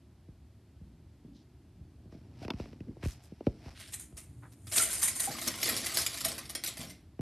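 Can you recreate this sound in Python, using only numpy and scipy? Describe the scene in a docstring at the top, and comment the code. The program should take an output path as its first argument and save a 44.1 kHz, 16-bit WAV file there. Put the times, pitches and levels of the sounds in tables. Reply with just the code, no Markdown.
"""A woven chain of wooden craft sticks lies on a carpet in a small room, under a low, steady room tone of noise.
Fingers bump the hand-held camera (knocks, thumps, ticks) as someone steps up; skin and cloth rub in grainy
slips and footsteps rumble low. A foot scrapes the chain in bright crunches of tiny slips; it lets go and springs
apart in crackling runs. Sticks knock together as ringing modes with a crack and patter on the carpet as soft
impulses, all echoing in the room; a few stragglers land last, and one more bump of the camera follows."""
import sys
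import numpy as np
from scipy import signal
from scipy.fft import rfft, irfft
from scipy.io import wavfile
from scipy.ndimage import uniform_filter1d

SR = 44100
rng = np.random.default_rng(int(sys.argv[2]) if len(sys.argv) > 2 else 0)


def waveform_to_disk(signal):
    """Save audio, clipped to [-1, 1], as 16-bit WAV at the path in sys.argv[1]."""
    frames = np.transpose(np.atleast_2d(signal))
    scaled = np.clip(frames, -1, 1) * 32767
    samples = np.round(scaled).astype(np.int16)
    wavfile.write(sys.argv[1], SR, samples)


N = 317946
TIME = np.arange(N) / SR

# colour of wood on wood: (frequency [Hz], relative density [dB per Hz])
WOOD_COLOUR = [(120, -30.5), (200, -31.5), (344, -1.5), (471, -8.5), (645, -1), (947, -13), (1050, -4.5),
               (1440, -12.5), (2040, -0.5), (2520, -4), (5330, -1.5), (6350, -7), (9330, -5), (13000, -5.5)]
# steady run of flying sticks while the chain unravels: (time [s], relative level [dB])
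STEADY_RUN = [(4.71, -45.5), (5.03, -43), (5.12, -48.5), (5.45, -42.5), (5.95, -39), (6.2, -44.5),
              (6.49, -58), (6.96, -85)]
# a stretch of the weave lets go at once: (peak [s], relative clatter [dB], relative landings [dB], fade [s])
LET_GO = [(4.779, -30.5, -45, 0.023), (5.28, -59, -44, 0.047), (5.475, -35.5, -37, 0.005),
          (5.64, -34.5, -68, 0.04), (5.69, -42.5, -38, 0.033), (5.977, -28.5, -50, 0.015),
          (6.26, -45.5, -43.5, 0.059), (6.5, -46.5, -48, 0.0087), (6.554, -50, -50, 0.012),
          (6.642, -46, -61.5, 0.095), (6.796, -41.5, -49, 0.04)]
FLURRY_RISE_S = 0.0071


def amp(db):
    """Decibels to gain."""
    return 10 ** (np.asarray(db) / 20)


def unit(x):
    """Scales to an energy of one."""
    return x / np.sqrt(np.sum(x ** 2) + 1e-20)


def evened(x):
    """Scales to an rms of one."""
    return unit(x) * np.sqrt(x.size)


def read(points, hz):
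    """Reads a table along log frequency."""
    f, value = np.transpose(points)
    return np.interp(np.log(hz + 1), np.log(f + 1), value)


def level(curve):
    """Gain over time from rows (time [s], level [dB]), practically silent outside them."""
    s, db = np.transpose(curve)
    return amp(np.interp(TIME, s, db, left=-140, right=-140))


def swell(s, db, rise_s, fade_s):
    """Gain over time of one gesture: it grows to its peak, then dies away."""
    distance = np.maximum((s - TIME) / rise_s, (TIME - s) / fade_s)
    return amp(db) * np.exp(-np.minimum(distance, 20))


def add(mix, s, sound):
    """Mixes a sound in at a time."""
    part = mix[max(round(s * SR), 0):][:len(sound)]
    part += sound[:len(part)]


def colour(x, points, size=4096):
    """Causal (minimum-phase) filter of unit energy with the given spectrum, so attacks stay sharp."""
    log_gain = np.log(amp(read(points, abs(np.fft.fftfreq(size, 1 / SR)))))
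    minimum_phase = np.exp(np.conj(signal.hilbert(log_gain)))
    taps = np.fft.ifft(minimum_phase).real[:size // 2]
    return signal.oaconvolve(x, unit(taps))[:len(x)]


def impacts(per_s, spread_db, steady_s):
    """Random impulses of uneven size, whose mean power is about one over each short stretch."""
    sizes = amp(spread_db * np.minimum(rng.exponential(1, N), 4)) * rng.choice([-1, 1], N)
    train = sizes * (rng.random(N) < per_s / SR)
    window = signal.windows.hann(int(steady_s * SR) + 3)
    power = abs(signal.oaconvolve(train ** 2, window / window.sum(), "same"))
    return train / np.sqrt(power + 1e-6)


def air(level_db=-57):
    """Steady room tone: noise, mostly a low rumble."""
    # colour of the room tone: (frequency [Hz], relative density [dB per Hz])
    tone_colour = [(15, -45.5), (25, -32.5), (55, 2.5), (81, 3.5), (300, -16.5), (361, -14), (494, -28.5),
                   (609, -24), (1200, -33), (4450, -37.5), (6410, -43), (8550, -43.5), (13000, -46)]
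    return amp(level_db) * colour(rng.standard_normal(N), tone_colour)


def shuffle():
    """The moving hand and camera make a low shuffle of many small impulses."""
    # strength of the shuffle: (time [s], level [dB])
    hand_motion = [(0.0, -68.5), (1.75, -62), (2.5, -51.5), (3.0, -56), (3.3, -68.5), (3.6, -57.5),
                   (3.8, -61.5), (5.9, -53), (7.15, -61)]
    # colour of the shuffle: (frequency [Hz], relative density [dB per Hz])
    hand_colour = [(35, -16), (70, -2), (110, 4.5), (170, -6), (290, -1.5), (450, -18.5), (900, -26.5),
                   (6000, -68)]
    return colour(impacts(per_s=280, spread_db=1.5, steady_s=0.15) * level(hand_motion), hand_colour)


def bumps(thump_db=7, tick_db=18, lag_cycles=1.5, thump_hz=80, octaves=0.77,
          rough=0.42, rough_s=0.01, tick_s=0.0026, size=8192):
    """A fingertip pushes the case: an uneven knock, a deep thump that arrives later, and a small tick."""
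    # fingers on the camera: (time [s], knock level [dB], knock tuning [Hz],
    # relative thump level [dB], relative tick level [dB])
    pokes = [(0.285, -46.5, 196, -51, -83), (0.811, -48, 178, -54, -83), (1.246, -44.5, 184, -70, -72),
             (1.803, -54, 178, -49.5, -75), (2.055, -47.5, 224, -56, -80), (2.124, -46, 360, -54, -62),
             (2.147, -41.5, 207, -69, -63), (2.416, -39, 299, -53, -59), (2.449, -34.5, 280, -48, -42.5),
             (2.481, -31, 357, -63, -41), (2.504, -28.5, 287, -67, -31), (2.536, -34, 191, -41.5, -49.5),
             (2.599, -29.5, 344, -40.5, -46), (2.657, -42, 312, -63, -53), (2.73, -40.5, 266, -70, -53),
             (2.805, -34.5, 207, -51, -52.5), (2.884, -39, 220, -50, -63), (2.968, -43.5, 335, -62, -75),
             (3.032, -35, 305, -38, -50), (3.056, -30.5, 286, -30.5, -43), (3.32, -37.5, 207, -82, -80),
             (3.407, -32, 370, -68, -58.5), (3.468, -15.5, 290, -35, -39.5), (3.659, -43, 330, -46, -54),
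             (4.125, -49, 328, -51, -62), (7.192, -29, 285, -36, -52)]
    # colour of the ticks: (frequency [Hz], relative density [dB per Hz])
    case_colour = [(500, -17), (900, 12), (1600, 4.5), (2600, 9), (3500, -3), (5500, -1), (7000, -20.5),
                   (13000, -18)]
    pushes, ticks = np.zeros((2, N))
    t, f = np.arange(size) / SR, np.fft.rfftfreq(size, 1 / SR) + 1
    lag = np.exp(-2j * np.pi * lag_cycles * np.log(f + 10))  # bending waves: lower is slower

    def thud(centre_hz):
        """A band of bending waves, its low end arriving last."""
        band = np.exp(-.5 * (np.log2(f / centre_hz) / octaves) ** 2)
        return irfft(lag * band / f ** .5)

    for s, knock_db, hz, deep_db, case_db in pokes:
        knock, thump = thud(hz), thud(thump_hz)
        grip, snap = rng.standard_normal((2, size))
        roughness = unit(grip * np.exp(-t / rough_s))
        knock = knock + rough * signal.fftconvolve(knock, roughness)[:size]
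        add(pushes, s, amp(knock_db) * knock / abs(knock).max())
        add(pushes, s, amp(deep_db + thump_db) * thump / abs(thump).max())
        add(ticks, s, amp(case_db + tick_db) * unit(snap * np.exp(-t / tick_s)))
    return pushes + colour(ticks, case_colour)


def scuffs(size=16384):
    """Brief swells of friction and footstep rumble, made of many tiny slips; they rise fast and fade slowly."""
    # grainy rubs of fingers, clothing and socks, and low rumbles of footsteps:
    # (onset [s], level [dB], centre [Hz], width [octaves], length [s])
    rubs_and_rumbles = [(0.804, -58, 171, 0.7, 0.3), (1.23, -55, 236, 0.43, 0.25),
                        (1.328, -70.5, 4280, 0.53, 0.16), (1.738, -54.5, 149, 0.34, 0.2),
                        (2.116, -64.5, 650, 0.2, 0.1), (2.427, -48, 706, 0.23, 0.054),
                        (2.496, -44.5, 790, 0.56, 0.038), (2.502, -35.5, 3260, 0.35, 0.011),
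                        (2.87, -42, 280, 0.41, 0.083), (3.024, -48, 1180, 1.37, 0.047),
                        (3.029, -53, 3040, 2.03, 0.18), (3.109, -66, 5560, 0.22, 0.031),
                        (3.218, -64.5, 5600, 1.3, 0.093), (3.663, -61, 670, 1, 0.11),
                        (3.744, -53.5, 2580, 1.0, 0.26), (4.28, -49.5, 98, 0.6, 0.33),
                        (4.42, -57, 1110, 0.85, 0.088), (4.518, -58, 4270, 3.7, 0.041),
                        (4.587, -53.5, 89, 0.54, 0.46)]
    out, f = np.zeros(N), np.fft.rfftfreq(size, 1 / SR) + 1
    slips = impacts(per_s=1600, spread_db=3.0, steady_s=0.13)
    for s, db, hz, octaves, length_s in rubs_and_rumbles:
        band = 1 / (1 + (np.log2(f / hz) / octaves) ** 4)
        grain = irfft(rfft(slips[round(s * SR):][:size]) * band)
        progress = np.minimum(np.arange(size) / SR / length_s, 1)
        arch = np.sin(np.pi * progress ** 0.5) ** 2
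        add(out, s, amp(db) * evened(grain) * arch)
    return out


def cloth_rubs(gain_db=-1):
    """Sleeve and hand rubbing: cloth fibres catch and slip."""
    # strokes of cloth: (peak [s], relative level [dB], rise [s], fade [s])
    sleeve_strokes = [(2.12, -66, 0.0087, 0.09), (2.445, -52, 0.039, 0.013), (2.605, -55, 0.038, 0.068),
                      (3.02, -62.5, 0.011, 0.09), (3.22, -67.5, 0.24, 0.23), (3.47, -60.5, 0.012, 0.025),
                      (3.7, -54.5, 0.069, 0.028)]
    # colour of the rubbing: (frequency [Hz], relative density [dB per Hz])
    cloth_colour = [(300, -27), (700, 4.5), (1100, -9.5), (1600, -7), (2400, -5.5), (3600, -10.5),
                    (5600, -7.5), (6500, -18.5), (13000, -26.5)]
    motion = sum(swell(*stroke) for stroke in sleeve_strokes)
    return amp(gain_db) * colour(impacts(per_s=1200, spread_db=-3.5, steady_s=0.22) * motion, cloth_colour)


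def scrape(gain_db=-2, ring_s=0.0012, count=24, size=512):
    """Tiny slips of wood on wood, each ringing for an instant, make a bright crunch."""
    # sticks sliding over each other, first nudged, then under the foot:
    # (peak [s], relative level [dB], rise [s], fade [s])
    foot_strokes = [(3.799, -54.5, 0.021, 0.086), (3.936, -35, 0.0065, 0.015), (4.0, -42.5, 0.0058, 0.028),
                    (4.175, -44.5, 0.0043, 0.03), (4.5, -71.5, 0.57, 0.56), (4.772, -23.5, 0.023, 0.025),
                    (4.824, -25.5, 0.018, 0.021), (4.935, -32.5, 0.051, 0.059),
                    (5.033, -23.5, 0.009, 0.035), (5.081, -27, 0.002, 0.0069), (5.155, -33, 0.0017, 0.019),
                    (5.201, -25, 0.0018, 0.008), (5.255, -29, 0.03, 0.012)]
    # colour of the sliding: (frequency [Hz], relative density [dB per Hz])
    sliding_colour = [(400, -22), (1100, -19.5), (2100, -11), (3000, -16), (5200, -21), (6900, -7.5),
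                      (8200, -5), (9200, 1.5), (10400, -8.5), (11600, -7), (13000, -16.5)]
    motion = sum(swell(*stroke) for stroke in foot_strokes)
    slips = impacts(per_s=1300, spread_db=2.0, steady_s=0.18) * motion
    which, fade = rng.integers(0, count, N), np.exp(-np.arange(size) / SR / ring_s)
    crunch = np.zeros(N)
    for k in range(count):
        ring = unit(rng.standard_normal(size) * fade)
        crunch += signal.oaconvolve(slips * (which == k), ring)[:N]
    return amp(gain_db) * colour(crunch, sliding_colour)


def stick(crack=0.84, crack_s=0.0016, variety=0.1272, contact=0.42, size=2048):
    """One blow: a brief crack, and modes set by this stick's grain and the place where it is struck."""
    # bending and twisting modes: (frequency before detuning [Hz], relative level [dB], t60 [s])
    modes = [(912, -9, 0.027), (1446, -3, 0.026), (2063, -5, 0.017), (3224, -3.5, 0.014), (4294, 1, 0.013),
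             (5820, 2, 0.0087), (7075, 2.5, 0.027), (8700, -4.5, 0.069), (9510, 2.5, 0.014),
             (11190, -19.5, 0.022), (11930, 4, 0.021)]
    t = np.arange(size) / SR
    hz, db, t60 = np.transpose(modes)[:, :, None]
    detune, place = rng.standard_normal((2, len(modes), 1))
    tones = np.sin(2 * np.pi * hz * np.exp(variety * detune) * t)
    ring = (place * amp(db - 60 * t / t60) * tones).sum(0)
    blow = unit(ring) + crack * unit(rng.standard_normal(size) * np.exp(-t / crack_s))
    soft = np.clip(contact * rng.standard_normal(), -.7, .7)  # flat faces meet duller than edges
    return unit(signal.lfilter([1], [1, -soft], blow))


def clacks(gain_db=5, direct_db=-2, bounce=0.81, bounce_s=.0036, count=4, size=4096):
    """Each stick hits and chatters a few times, ever weaker. Returns the direct sound and what fills the room."""
    # the loudest single blows: (time [s], relative strength [dB], relative direct sound [dB])
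    loud_blows = [(3.7998, -28, 3), (3.877, -31, -1), (3.924, -29, 2), (3.935, -23, 5.5), (4.170, -26, -1),
                  (4.6697, -25.5, 3.5), (4.7151, -23, 1), (4.722, -19.5, 7.5), (4.7347, -24, 10),
                  (4.759, -31, 19), (4.780, -16.5, 14.5), (5.0215, -12, 4), (5.031, -15.5, 9.5),
                  (5.042, -18, 1), (5.081, -16.5, 3), (5.1977, -20.5, 9.5), (5.3113, -15.5, -8),
                  (5.3852, -43.5, 28), (5.415, -11, -1.5), (5.4582, -23, 5), (5.477, -11.5, 9.5),
                  (5.615, -13, -2), (5.6297, -13, 10), (5.657, -21.5, 10), (5.674, -24, 18.5),
                  (5.69, -2.5, 0), (5.7654, -9, 1), (5.844, -17, 2), (5.8613, -7.5, 0), (5.9438, -8, 0),
                  (5.9718, -13.5, 13), (5.9757, -19, 4), (5.984, -2.5, -10), (6.0151, -13, 6.5),
                  (6.064, -10, 7.5), (6.1416, -26.5, 11), (6.1752, -20.5, 6.5), (6.207, -13, 5),
                  (6.245, -8, -5), (6.2492, -7, 6), (6.28, -8, -10), (6.3173, -26, 11), (6.3813, -14.5, 1),
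                  (6.4564, -36, 11), (6.497, -19.5, 6), (6.551, -10.5, 1.5), (6.6378, -13, 7),
                  (6.6608, -12, 1.5), (6.6748, -9.5, 1.5), (6.7572, -34, -7), (6.7715, -25.5, 7),
                  (6.897, -24, 1)]
    even_db, brightening = -27, 0.14  # harder blows than even_db [dB] are brighter [dB per octave for each dB]
    direct, sent = np.zeros((2, N))
    octaves = np.log2(np.maximum(np.fft.rfftfreq(size, 1 / SR), 1000) / 6000)
    lead_s = 0.003  # room ahead of the first hit
    for s, db, near_db in loud_blows:
        blow, at = np.zeros(size), lead_s
        for k in range(count):
            add(blow, at, bounce ** k * stick())
            at += bounce_s * rng.uniform(0.4, 1.5)
        tilt = amp(brightening * (db - even_db) * octaves)
        blow = amp(db + gain_db) * unit(irfft(rfft(blow) * tilt))
        add(direct, s - lead_s, amp(near_db + direct_db) * blow)
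        add(sent, s - lead_s, blow)
    return colour(direct, WOOD_COLOUR), colour(sent, WOOD_COLOUR)


def clatter(count=200):
    """Hundreds of lighter blows a second, shared among many different sticks."""
    flurries = sum(swell(s, db, FLURRY_RISE_S, fade_s) for s, db, _, fade_s in LET_GO)
    train = impacts(per_s=420, spread_db=4.5, steady_s=0.026) * (level(STEADY_RUN) + flurries)
    which = rng.integers(0, count, N)
    sticks, blows = [stick() for _ in range(count)], np.zeros(N)
    for i in np.flatnonzero(train * (TIME > STEADY_RUN[0][0])):
        add(blows, TIME[i], train[i] * sticks[which[i]])
    return colour(blows, WOOD_COLOUR)


def patter(gain_db=-3, run_db=-17.5, linger=1.32):
    """Soft landings on the carpet: dull impulses that last a little longer than each flurry."""
    # colour of the landings: (frequency [Hz], relative density [dB per Hz])
    carpet_colour = [(90, -30.5), (170, -1.5), (280, 5.5), (420, -0.5), (650, 0.5), (950, -15), (1600, -6),
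                     (4000, -58)]
    flurries = sum(swell(s, db, FLURRY_RISE_S, linger * fade_s) for s, _, db, fade_s in LET_GO)
    landing = amp(run_db) * level(STEADY_RUN) + flurries
    return amp(gain_db) * colour(impacts(per_s=220, spread_db=4.5, steady_s=0.13) * landing, carpet_colour)


def floor_knocks(gain_db=-4, fade_s=0.0061, size=4096):
    """A footfall and a few heavier thuds: short knocks on the floor, each a quickly fading sine."""
    # footfall and heavier thuds: (time [s], relative level [dB], ring [Hz])
    thuds = [(4.798, -23.5, 1392), (5.275, -25, 780), (5.288, -28, 226), (5.66, -28.5, 420),
             (6.257, -27, 660), (6.794, -28.5, 178)]
    out, t = np.zeros(N), np.arange(size) / SR
    for s, db, hz in thuds:
        add(out, s, amp(db + gain_db) * np.sin(2 * np.pi * hz * t) * np.exp(-t / fade_s))
    return out


def echoes(early=0.98, early_s=0.0059, gap_s=.002, size=22050):
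    """The room heard from one spot: sparse echoes off door and walls, then a tail that dies band by band."""
    # decay of the room: (frequency [Hz], t60 [s])
    decay = [(150, 0.66), (800, 0.24), (2500, 0.34), (6000, 0.25), (13000, 0.11)]
    t = np.arange(size) / SR
    hz, at, bands = signal.stft(rng.standard_normal(size), SR, nperseg=256)
    fading = bands * amp(-60 * at / read(decay, hz)[:, None])
    tail = signal.istft(fading, SR, nperseg=256)[1][:size]
    first = rng.standard_normal(size) * (rng.random(size) < 1500 / SR) * np.exp(-t / early_s)
    heard = t > gap_s
    return unit(unit(tail * heard) + early * unit(first * heard))


def room(x, count=6, size=512):
    """Sticks fly everywhere, so each moment echoes from a randomly chosen spot."""
    spot = np.repeat(rng.integers(0, count, N // size + 1), size)[:N]
    wet = np.zeros(N)
    for k in range(count):
        share = np.sqrt(abs(uniform_filter1d(1. 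* (spot == k), size // 2)))  # smooth hand-over
        wet += signal.oaconvolve(x * share, echoes())[:N]
    return wet


def scene(dry_db=-2, wet_db=-2, scrape_wet_db=-4, bump_wet_db=-21, air_side_db=-4, spread_hz=4250):
    """Sticks, steps, handling and their echoes; only the treble differs between left and right."""
    # spread of the treble: (time [s], relative side level [dB])
    side_width = [(2.5, -15), (3.1, -8.5), (4.2, -12.5), (4.8, -6), (5.25, -7), (5.6, -10.5), (6.2, -33.5),
                  (6.9, -25.5)]
    direct, sent = clacks()
    flying = clatter() + patter() + floor_knocks()
    sliding, handling = scrape(), bumps()
    rubbing = cloth_rubs() + shuffle() + scuffs()
    mid = direct + amp(dry_db) * flying + sliding + handling
    to_room = amp(wet_db) * (sent + flying) + amp(scrape_wet_db) * sliding + amp(bump_wet_db) * handling
    mid = mid + room(to_room) + rubbing + air()
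    width = amp(np.interp(TIME, *np.transpose(side_width)))
    side_source = room(sent + flying + sliding + rubbing) * width + amp(air_side_db) * air()
    treble_only = signal.firwin(511, spread_hz, pass_zero=False, fs=SR)
    side = signal.oaconvolve(side_source, treble_only, "same")
    return np.array([mid + side, mid - side])


def record(dry, bass_hz=45, edge_hz=13150):
    """The small microphone loses the deepest bass; then a steep filter limits the treble."""
    thin = signal.sosfilt(signal.butter(3, bass_hz, "high", fs=SR, output="sos"), dry)
    band_limit = signal.firwin(511, edge_hz, window=("kaiser", 8), fs=SR)
    return signal.oaconvolve(thin, band_limit[None], "same", axes=1)


dry = scene()
out = record(dry)
waveform_to_disk(out)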